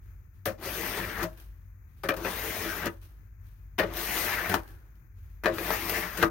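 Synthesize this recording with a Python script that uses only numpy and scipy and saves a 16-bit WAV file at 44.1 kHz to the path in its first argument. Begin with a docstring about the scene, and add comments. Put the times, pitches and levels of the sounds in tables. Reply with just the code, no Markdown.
"""Plastic shovel on a snowy deck

A plastic shovel is dropped on a snowy wooden deck and pulled to its edge, four times. Each time the
blade lands, scrapes, crushes snow and knocks off the last board; loose snow then patters down.
Filtered noise makes the scrape, crushing and patter; swelling sines make the boards ring.
Short echoes follow. Far off go a low rumble, slightly louder while the blade drags, and an uneven drone."""
import sys
import numpy as np
from scipy import signal
from scipy.fft import rfft, irfft
from scipy.io import wavfile
from scipy.ndimage import uniform_filter1d

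SR = 44100
rng = np.random.default_rng(int(sys.argv[2]) if len(sys.argv) > 2 else 0)


def pcm_store(signal):
    """Save signal as 16-bit PCM."""
    levels = np.round(np.clip(np.atleast_2d(signal), -1, 1) * 32767)
    wavfile.write(sys.argv[1], SR, levels.astype(np.int16).T)


N = 277830

# How hard the blade presses in each pull, one list a pull, on a relative scale:
# time_s, pressure_db, hiss_db (snow hiss compared with the pressure)
STROKES = [
    [(0.578, -55, -19), (0.64, -35.5, -6.5), (0.72, -38, -2.5), (0.86, -33, -4.5), (0.984, -34, -8.5),
     (1.134, -38, -9.5), (1.236, -32, -12), (1.276, -54.5, -27)],
    [(2.162, -45, -22), (2.24, -40, -7), (2.262, -30.5, -14.5), (2.316, -37.5, -2), (2.59, -34.5, -4),
     (2.73, -38, -3), (2.81, -36.5, -7.5), (2.876, -28, -27), (2.93, -81.5, -30)],
    [(3.86, -43.5, -28), (3.902, -41, -23), (3.972, -35.5, -2), (4.054, -36.5, -0.7), (4.186, -34, 2),
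     (4.326, -32.5, -4.5), (4.458, -34.5, -10), (4.53, -29, -11.5), (4.6, -43, -14)],
    [(5.5, -44.5, -45), (5.544, -37.5, -9.5), (5.728, -30, -5.5), (5.8, -36.5, -3.5), (5.978, -32, -4.5),
     (6.124, -44, -4), (6.212, -32, -13), (6.24, -23.5, -22.5), (6.29, -52, -4)],
]


def shovel():
    """Pressing and knocking shake blade and deck, break snow crystals and make the edge chatter."""
    pressure = played(STROKES, 1, -120.)
    force = contact_force(pressure)
    solid = scrape(force) + blade_rings(force) + edge_chatter(pressure)
    near = patchy(solid, 2.24, 25., 180.) + patchy(crushed_snow(pressure), 2.1, 30., 600.)
    deck = deck_boom(pressure) + board_drone(pressure)
    return at_ports(near, SAME, 0.43) + at_ports(deck, SAME, 0.86) + boards()


def contact_force(pressure):
    """Gritty rubbing with sharp snaps, plus knocks and brief accents."""
    rubbing = faded(pressure) * grit(1.0, 2.2, 160.0, 16.3)
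    return rubbing + blows(column=1, rise_ms=0.92, t60_share=0.62) * grit(4.7, 2.2)


# Knocks of blade on wood and brief accents within the scraping; levels are relative:
# start_s, force_db, crack_db and boom_db (compared with force),
# fall_s (time to fall 60 dB, before each layer's share),
# place (on a scale where the boards are 0 to 3), ring_db (board ring compared with force)
BLOWS = [(0.455, -25, -6, -4.5, 0.2, 1.66, -2), (0.467, -35, -36, -22, 0.31, 1.93, 10.5),
         (0.655, -33, -17, -21, 0.22, 1.45, 6.5), (0.971, -29, -21, -11, 0.28, 0.99, 0),
         (1.229, -26.5, -12.5, -4.5, 0.17, 2.8, 0.5), (2.034, -27, -16, -8, 0.23, 1.48, 5),
         (2.087, -11, -21, -18, 0.09, 2.1, -16), (2.102, -26.5, -26, -30, 0.18, 2.2, 4),
         (2.138, -35.5, -10, -22, 0.096, 0.33, -1), (2.165, -35, -9.5, -8, 0.18, 1.6, 0.5),
         (2.246, -23.5, -30, -32.5, 0.27, 2, -7.5), (2.644, -31, -38, -22, 0.085, .6, 4),
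         (2.856, -31.5, -4, -7, 0.11, .3, -3), (3.781, -21, -23, -31.5, 0.087, 2.9, -21),
         (3.787, -14, -18.5, -35, 0.046, 2.2, -10), (3.791, -15, -24.5, -17.5, 0.24, 2.9, -17),
         (3.833, -24, -32, -21, 0.052, 1.2, 4), (4.495, -20.5, -13, -7, 0.059, 0.055, -12),
         (4.516, -23, -31, -32, 0.066, .1, -13), (4.54, -13, -18, -37, 0.09, 0.045, -19),
         (5.436, -26, -20, -13, 0.31, .1, -1), (5.457, -15.5, -27, -23, 0.13, 2.56, 0.5),
         (5.482, -27, -28, -28, 0.074, 1.3, 6), (5.583, -22.5, -30, -13, 0.071, 1.4, -5),
         (5.704, -7, -42, -35, 0.026, 3.6, -20), (5.895, -19, -12.5, -41, 0.1, 5.1, -15),
         (5.965, -36.5, -28, -35, 0.25, 0.08, -5), (6.172, -36, -2.5, -12, 0.16, 1.1, 4),
         (6.226, -10, -25, -11.5, 0.08, 0.055, -16.5)]


def blows(column, rise_ms, t60_share):
    """Envelope of all knocks and accents: a quick rise, then a fall."""
    out = np.zeros(N)
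    for row in BLOWS:
        start = round(row[0] * SR)
        t = np.arange(min(SR // 2, N - start)) / SR
        extra_db = row[column] if column > 1 else 0
        db = row[1] + extra_db - 60 * t / (row[4] * t60_share)
        out[start:][:len(t)] += amp(db) * (1 - np.exp(-1000 * t / rise_ms))
    return out


# Colour of the broad scrape: pitch_hz, level_db (per Hz, relative)
BODY = [(110, -35), (180, -1), (251, -2), (337, 3.5), (518, -9.5), (629, -1), (703, -3), (1890, -8.5),
        (2830, -14.5), (5000, -24.5), (6500, -31), (11000, -120)]


def scrape(force):
    """Broad noise of the blade dragging over wood."""
    return amp(-5.5) * coloured(force, BODY)


# Pitches at which blade and boards ring together: pitch_hz, width_hz, level_db (relative)
RINGS = [(187.5, 35, -1.5), (341, 18, 2), (439, 17, 0.5), (549, 39, 0.3), (605, 24, -5.5), (920, 110, -29),
         (1045, 140, -10.5), (1298, 630, -4.5), (1500, 780, -28), (1967, 46, -37), (2306, 79, -6.5),
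         (2460, 50, -10)]


def blade_rings(force):
    """Blade and boards resonate together under the force."""
    # each ring takes up the force unevenly as the blade tilts and crosses boards
    drift = uniform_filter1d(rng.standard_normal((len(RINGS), N // 64 + 1)), 35, 1)
    steps = np.clip(drift / drift.std(), -3, 1.4)
    taken = amp(5.1 * np.repeat(steps, 64, 1)[:, :N])
    rings = 0
    for k, ((hz, width, db), take) in enumerate(zip(RINGS, taken)):
        rings = rings + (-1) ** k * amp(db) * resonate(force * take, hz, width)
    return amp(-19.0) * rings


KNOCK_CHATTER_DB = -19.5  # a knock or accent also sets the edge chattering
CHATTER_WANDER = .05  # share by which the chatter pitch strays as the edge catches (standard deviation)


def edge_chatter(pressure):
    """The blade's edge catches and chatters, heard as noise around a wandering pitch."""
    edge = faded(pressure + pulled(column=2) + bite(column=0)) * grit(2.2, 26.0, 120., 16.0)
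    knocks = blows(column=1, rise_ms=4.5, t60_share=0.61) * grit(1.4, 2.7)
    edge = edge + amp(KNOCK_CHATTER_DB) * knocks
    stray = uniform_filter1d(uniform_filter1d(rng.standard_normal(N), 1800), 1800)
    pitch = uniform_filter1d(pulled(column=1) * bite(column=1), 400)
    pitch = pitch * (1 + CHATTER_WANDER * stray / stray.std())
    return resonate(resonate(edge, pitch, 650), pitch, 1300)


# What every pull shares on its way from wall to edge; levels are compared with the pressure:
# share (of the pull, 0-1), chatter_hz (before bite and straying), chatter_db,
# boom_db (hollow deck), drone_db (deepest board)
PULL = [(0, 1600, -34.5, -13.5, -0.5), (.2, 1750, -19.5, -16, -19.5), (.45, 1990, -17.5, -16, -10.5),
        (0.801, 1670, -13.5, -13, -27), (.93, 1480, -19.5, -6.5, -5), (1, 1480, -43, -20, -8.5)]


def pulled(column):
    """One column of PULL laid along every stroke."""
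    t, rows = np.arange(N) / SR, np.array(PULL)
    share = 0
    for stroke in STROKES:
        begin, end = stroke[0][0], stroke[-1][0]
        share = share + np.clip((t - begin) / (end - begin), 0, 1) * (t <= end)
    return np.interp(share, rows[:, 0], rows[:, column])


# How the edge bites, one row a stroke: chatter_db (added), pitch_ratio
BITE = [(1, 1.023), (1.9, 0.94), (4, 1.044), (2.6, 1.03)]


def bite(column):
    """One column of BITE held from each stroke's end to the next one's."""
    ends = [stroke[-1][0] for stroke in STROKES[:-1]]
    return np.array(BITE)[np.searchsorted(ends, np.arange(N) / SR), column]


# Colour of breaking snow crystals: pitch_hz, level_db (per Hz, relative)
HISS = [(1470, -19), (2500, -3), (4030, -7.5), (6620, -10), (7560, -17), (8710, -9), (10500, -8.5),
        (13700, -2.5), (14600, -8.5), (15800, -4), (16300, -46)]


def crushed_snow(pressure):
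    """Breaking crystals make a bright, snapping hiss."""
    crystals = faded(pressure + played(STROKES, 2))
    crystals = crystals + blows(column=2, rise_ms=0.46, t60_share=0.7)
    return coloured(crystals * grit(1.6, 0.46, 400., 3.1), HISS)


# Colour of the hollow deck: pitch_hz, level_db (per Hz, relative)
BOOM = [(40, -20.5), (60, 0.5), (100, 10.5), (130, -2), (170, 9.5), (230, 3), (320, -34)]


def deck_boom(pressure):
    """The hollow deck booms under pressure, knocks and accents."""
    push = faded(pressure + pulled(column=3)) + blows(column=3, rise_ms=11.0, t60_share=1.09)
    return amp(-0.5) * coloured(push * grit(0.41, 16.0), BOOM)


def board_drone(pressure):
    """Dragging keeps the deepest board humming."""
    return resonate(faded(pressure + pulled(column=4)) * grit(3.3, 30.), BOARDS[0][0], 20.6)


# Free rings of the boards, side by side:
# pitch_hz (centre), t60_s (time to fall 60 dB, smothering aside), smother_s (until snow smothers it)
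BOARDS = [(334, 0.4, 0.074), (414, 0.37, 0.025), (547.4, 0.29, 0.056), (626.6, 0.16, 0.12)]
RING_FALL_DB = 12.5  # a board one place further away rings this much less


def boards():
    """At each knock or accent the boards swell up and ring freely; its place decides which ones."""
    out, clock = np.zeros(N), np.arange(N) / SR
    for k, ((hz, t60, smother), phase) in enumerate(zip(BOARDS, rng.random(len(BOARDS)))):
        swing = np.zeros(N)  # power: a board already ringing is pushed further
        for row in BLOWS:
            start = round(row[0] * SR)
            t = clock[:min(SR // 3, N - start)]
            db = row[1] + row[6] - RING_FALL_DB * abs(k - row[5])
            db = db - 60 * t / t60 - 20 * np.minimum(t / smother, 1.2) ** 3
            swing[start:][:len(t)] += (amp(db) * (1 - np.exp(-t / 0.016)) ** 2) ** 2
        waver = uniform_filter1d(rng.standard_normal(N), 1500)
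        turns = np.cumsum(hz + 7.7 * waver / waver.std()) / SR + phase
        out += np.sqrt(swing) * np.sin(2 * np.pi * turns)
    return out * amp([[9.5], [4.5]])  # left, right


# Thinning of the echoed sound, which carries little bass: pitch_hz, level_db (per Hz, relative)
THIN = [(100, -11.5), (400, -6.5), (1000, 1.4), (16000, 4)]


def yard(x):
    """Wall and roof return a short tail of sparse echoes, dull at its end."""
    taps = np.zeros((2, SR // 2))
    # one click at a random spot in every 20 samples
    slots = np.arange(300, SR // 2 - 20, 20)
    at = slots + rng.integers(0, 20, (2, (SR // 2 - 301) // 20))
    np.put_along_axis(taps, at, rng.choice([-1., 1.], at.shape), 1)
    hz, t, z = signal.stft(taps, SR, nperseg=256)
    # pitch in Hz, seconds to fall 60 dB
    t60 = read([(200, 0.28), (1000, 0.17), (5000, 0.017), (15000, 0.042)], hz)
    tail = signal.istft(z * amp(-60 * t / t60[:, None]), SR, nperseg=256)[1]
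    return signal.fftconvolve(coloured(x, THIN), tail / np.linalg.norm(tail[0]), axes=1)[:, :N]


# Lumps of snow bursting with a bright tick: start_s, level_db (relative)
LUMPS = [(1.33, -52), (1.3748, -54), (1.401, -52.5), (3.0155, -55), (3.9114, -52), (3.938, -32),
         (3.97, -31), (4.601, -54), (4.634, -49), (4.678, -50), (4.955, -65)]
# Loose snow coming down and clothes rustling:
# start_s, rise_s, hold_s, hiss_db (relative), t60_s (time to fall 60 dB),
# patter_db (softer patter compared with the hiss)
SHOWERS = [(0.0, 0.028, .06, -75.5, 0.98, -1), (0.32, 0.026, 0.03, -76, 0.29, -6),
           (1.258, 0.0098, 0.018, -62, 0.84, 4.5), (1.364, 0.012, 0.041, -60.5, 0.29, -6.5),
           (1.5, .05, .1, -88, 1, -10), (1.85, .05, .05, -77.5, .9, -2.5),
           (1.95, 0.034, 0.017, -72.5, .6, -2.5), (2.885, .011, 0.0097, -57, 0.35, 3),
           (3.007, 0.017, 0.036, -60, 0.11, -7), (3.074, .015, .03, -71, .8, 3),
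           (3.38, 0.084, 0.025, -70.5, 1, -2), (4.574, 0.0085, 0.013, -60, 0.98, 8),
           (4.669, 0.017, 0.024, -64, 0.21, -10.5), (4.953, .011, 0.0083, -79.5, 0.14, -3),
           (5.13, 0.045, 0.18, -74, .4, -8.5)]
# Colour of the softer patter: pitch_hz, level_db (per Hz, relative)
PATTER = [(180, -38), (300, 6.5), (329, 6), (496, -4.5), (1270, -4.5), (1600, -0.5), (1740, -3.5),
          (3500, -37.5), (4550, -61), (7700, -120)]


def snowfall():
    """Soft hiss and patter of loose snow and rustling clothes, and lumps that burst."""
    bursts, t = np.zeros(N), np.arange(2000) / SR
    for s, db in LUMPS:
        bursts[round(s * SR):][:len(t)] += amp(db - 60 * t / 0.0096)
    fine, soft = np.zeros((2, N))
    for s, rise, hold, db, t60, patter_db in SHOWERS:
        start = round(s * SR)
        since = np.arange(min(SR, N - start)) / SR
        falling = np.maximum(since - rise - hold, 0)
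        shower = np.minimum(since / rise, 1) ** 2 * amp(db - 60 * falling / t60)
        fine[start:][:SR] += shower
        soft[start:][:SR] += amp(patter_db) * shower
    hiss = coloured((fine + bursts) * grit(1.5, 4.6, 240.0, 12.0), HISS)
    patter = coloured(soft * grit(1.4, 6.9), PATTER)
    return at_ports(hiss + patter, SAME_FAR, 0.13)


# Colour of the rumble with faint air hiss: pitch_hz, level_db (per Hz, relative)
RUMBLE = [(20, -27.5), (40, 0), (69, -1.5), (108, -8), (135, -11.5), (223, -26), (340, -31), (600, -42.5),
          (1500, -38), (2500, -40.5), (3000, -63), (5780, -60), (6650, -50), (7440, -64.5), (14200, -47),
          (16300, -46.5)]
# Swellings in that colour: pitch_hz, width_hz, level_db (on the same scale)
HUMS = [(61.5, 8, -12.5), (81.5, 5.8, 0.5), (96, 8.1, 4.5)]
RUMBLE_DB, SHAKEN_DB = -50, 1.5  # level before the ports, and its swell while the blade drags


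def rumble():
    """Low noise, slightly louder while the blade drags, with a few swellings in its colour."""
    hz = np.fft.rfftfreq(N, 1 / SR)
    swell = sum(amp(2 * db) / (1 + (2 * (hz - f) / w) ** 4) for f, w, db in HUMS)
    shape = np.sqrt(amp(2 * read(RUMBLE, hz)) + swell)
    x = irfft(rfft(grit(1.4, 99.0)) * shape, N)
    dragging = uniform_filter1d(1. * (played(STROKES, 0, -1.) > 0), SR // 10)
    return at_ports(x / x.std() * amp(RUMBLE_DB + SHAKEN_DB * dragging), SAME_FAR, 0.77)


# One chance course of a low drone's uneven level, with dips near 0.46 and 3.33 s:
# time_s, level_db (rms, before wavering and left-right balance)
HUM = [(0.0, -49.5), (0.46, -63), (0.86, -46), (2.07, -52.5), (2.16, -47), (3.33, -55.5), (3.42, -48),
       (5.11, -51), (5.23, -49.5), (6.3, -43.5)]
HUM_HZ, HUM_WAVER_DB = 49.8, 3.5  # centre pitch; standard deviation of the added level waver


def low_drone():
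    """A low engine-like sine of uneven level; pitch and level also waver at random."""
    wobble = uniform_filter1d(rng.standard_normal(N), SR // 4)
    waver = uniform_filter1d(uniform_filter1d(rng.standard_normal(N), 2500), 2500)
    turns = np.cumsum(HUM_HZ + 0.73 * wobble / wobble.std()) / SR
    level = played([HUM], 1) + HUM_WAVER_DB * waver / waver.std()
    return np.sqrt(2) * amp(level) * np.sin(2 * np.pi * turns) * amp([[1.3], [-1.3]])


# Left-right likeness of near sounds, then of far ones: pitch_hz, likeness (1 is identical)
SAME = [(60, 0.98), (300, 0.97), (950, 0.98), (2400, 0.62), (5000, 0.13), (9000, .4), (15000, 0.39)]
SAME_FAR = [(60, 1), (240, 0.74), (950, 0.053), (3770, 0.027), (15000, 0.02)]
# How far the microphone ports favour the left: pitch_hz, lead_db (before each sound's lean)
LEAN = [(60, -1.5), (140, 3.5), (330, 6.5), (770, 12), (1170, 18), (1790, 19.5), (2740, 7.5), (4190, 21.5),
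        (6410, 30), (8000, 13.5), (9810, 9), (12500, 10.5), (14200, 36.5), (15500, 15.5)]
# How far the left leads in phase: pitch_hz, lead_rad
TURN = [(100, 0), (700, .2), (1290, .4), (1810, -.5), (2500, -.5), (3700, 1.6), (6800, .8), (10900, 1.8),
        (16000, 1.1)]


def at_ports(x, same, lean):
    """The right port hears the left stream in part, the rest comes by other paths."""
    hz, (a, b) = np.fft.rfftfreq(N, 1 / SR), rfft(x)
    likeness = np.clip(read(same, hz), -1, 1)
    tilt = amp(lean * read(LEAN, hz) / 2)
    late = np.exp(-1j * read(TURN, hz))
    right = likeness * a * late + np.sqrt(1 - likeness * likeness) * b
    return irfft(np.array([a * tilt, right / tilt]), N)


def patchy(x, depth_db, ms, width_hz):
    """Random patches in time and pitch: the contact with snow and wood keeps shifting."""
    hz, t, z = signal.stft(x, SR, nperseg=512, noverlap=384)
    field = rng.standard_normal(z.shape[1:])
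    for _ in range(2):
        field = uniform_filter1d(field, max(round(ms * SR / 128000), 1), 1)
        field = uniform_filter1d(field, max(round(width_hz / hz[1]), 1), 0)
    gain = amp(depth_db * field / field.std())
    gain = gain / np.sqrt(np.mean(gain ** 2))
    return signal.istft(z * gain, SR, nperseg=512, noverlap=384)[1][:, :N]


def grit(spread_db, ms, snaps_per_s=0, snap_db=0):
    """Two streams of noise in clumps of uneven size, with single sharp snaps on top."""
    clumps = uniform_filter1d(rng.standard_normal(N), max(round(ms * SR / 1000), 1))
    x = rng.standard_normal((2, N)) * amp(spread_db * clumps / clumps.std())
    chance, size = rng.random(N), rng.standard_normal((2, N))
    x = x + (chance < snaps_per_s / SR) * amp(snap_db) * size
    return x / x.std()


def resonate(x, hz, width):
    """Rings at hz: shifts that pitch to zero, smooths, shifts back; white noise keeps its power."""
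    r = np.exp(-np.pi * width / SR)
    gain = np.sqrt(2 * (1 - r * r))
    if np.ndim(hz) == 0:  # a fixed pitch needs one pole only
        return gain * signal.lfilter([1], [1, -r * np.exp(2j * np.pi * hz / SR)], x).real
    turn = np.exp(2j * np.pi * np.cumsum(hz) / SR)
    return gain * (turn * signal.lfilter([1], [1, -r], x / turn)).real


def coloured(x, points):
    """Causal filter of the given spectrum; white noise keeps its power."""
    log_gain = np.log(amp(read(points, abs(np.fft.fftfreq(8192, 1 / SR)))))
    # minimum phase: the filter responds as early as its spectrum allows
    taps = np.fft.ifft(np.exp(np.conj(signal.hilbert(log_gain)))).real[:4096]
    return signal.oaconvolve(x, taps[None] / np.linalg.norm(taps), axes=1)[:, :N]


def played(tables, column, quiet=None):
    """Joins one column of the tables over time; quiet fills the time outside the tables."""
    t = np.arange(N) / SR
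    rows = np.concatenate(tables)
    line = np.interp(t, rows[:, 0], rows[:, column])
    if quiet is None:
        return line
    inside = sum((t >= table[0][0]) & (t <= table[-1][0]) for table in tables) > 0
    return np.where(inside, line, quiet)


def faded(db, size=400):
    """Gain whose steps are rounded over a few milliseconds (size in samples)."""
    return uniform_filter1d(amp(db), size)


def read(points, hz):
    """Table value on a log-frequency axis."""
    f, value = np.transpose(points)
    return np.interp(np.log(hz + 1), np.log(f + 1), value)


def amp(db):
    """Turns decibels into a gain."""
    return 10 ** (np.asarray(db) / 20)


def scene():
    """Shovel with its echoes, falling snow, rumble and low drone."""
    near = shovel()
    return near + amp(-10.5) * yard(near) + snowfall() + rumble() + low_drone()


LOW_CUT_HZ, EDGE_HZ = 33, 16250  # lower and upper limits of the sound


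def record(dry):
    """Low cut of the microphone, then a steep upper band limit."""
    cut = signal.sosfilt(signal.butter(4, LOW_CUT_HZ, "high", fs=SR, output="sos"), dry)
    band_limit = signal.firwin(511, EDGE_HZ, window=("kaiser", 9), fs=SR)
    return signal.oaconvolve(cut, band_limit[None], "same")


dry = scene()
out = record(dry)
pcm_store(out)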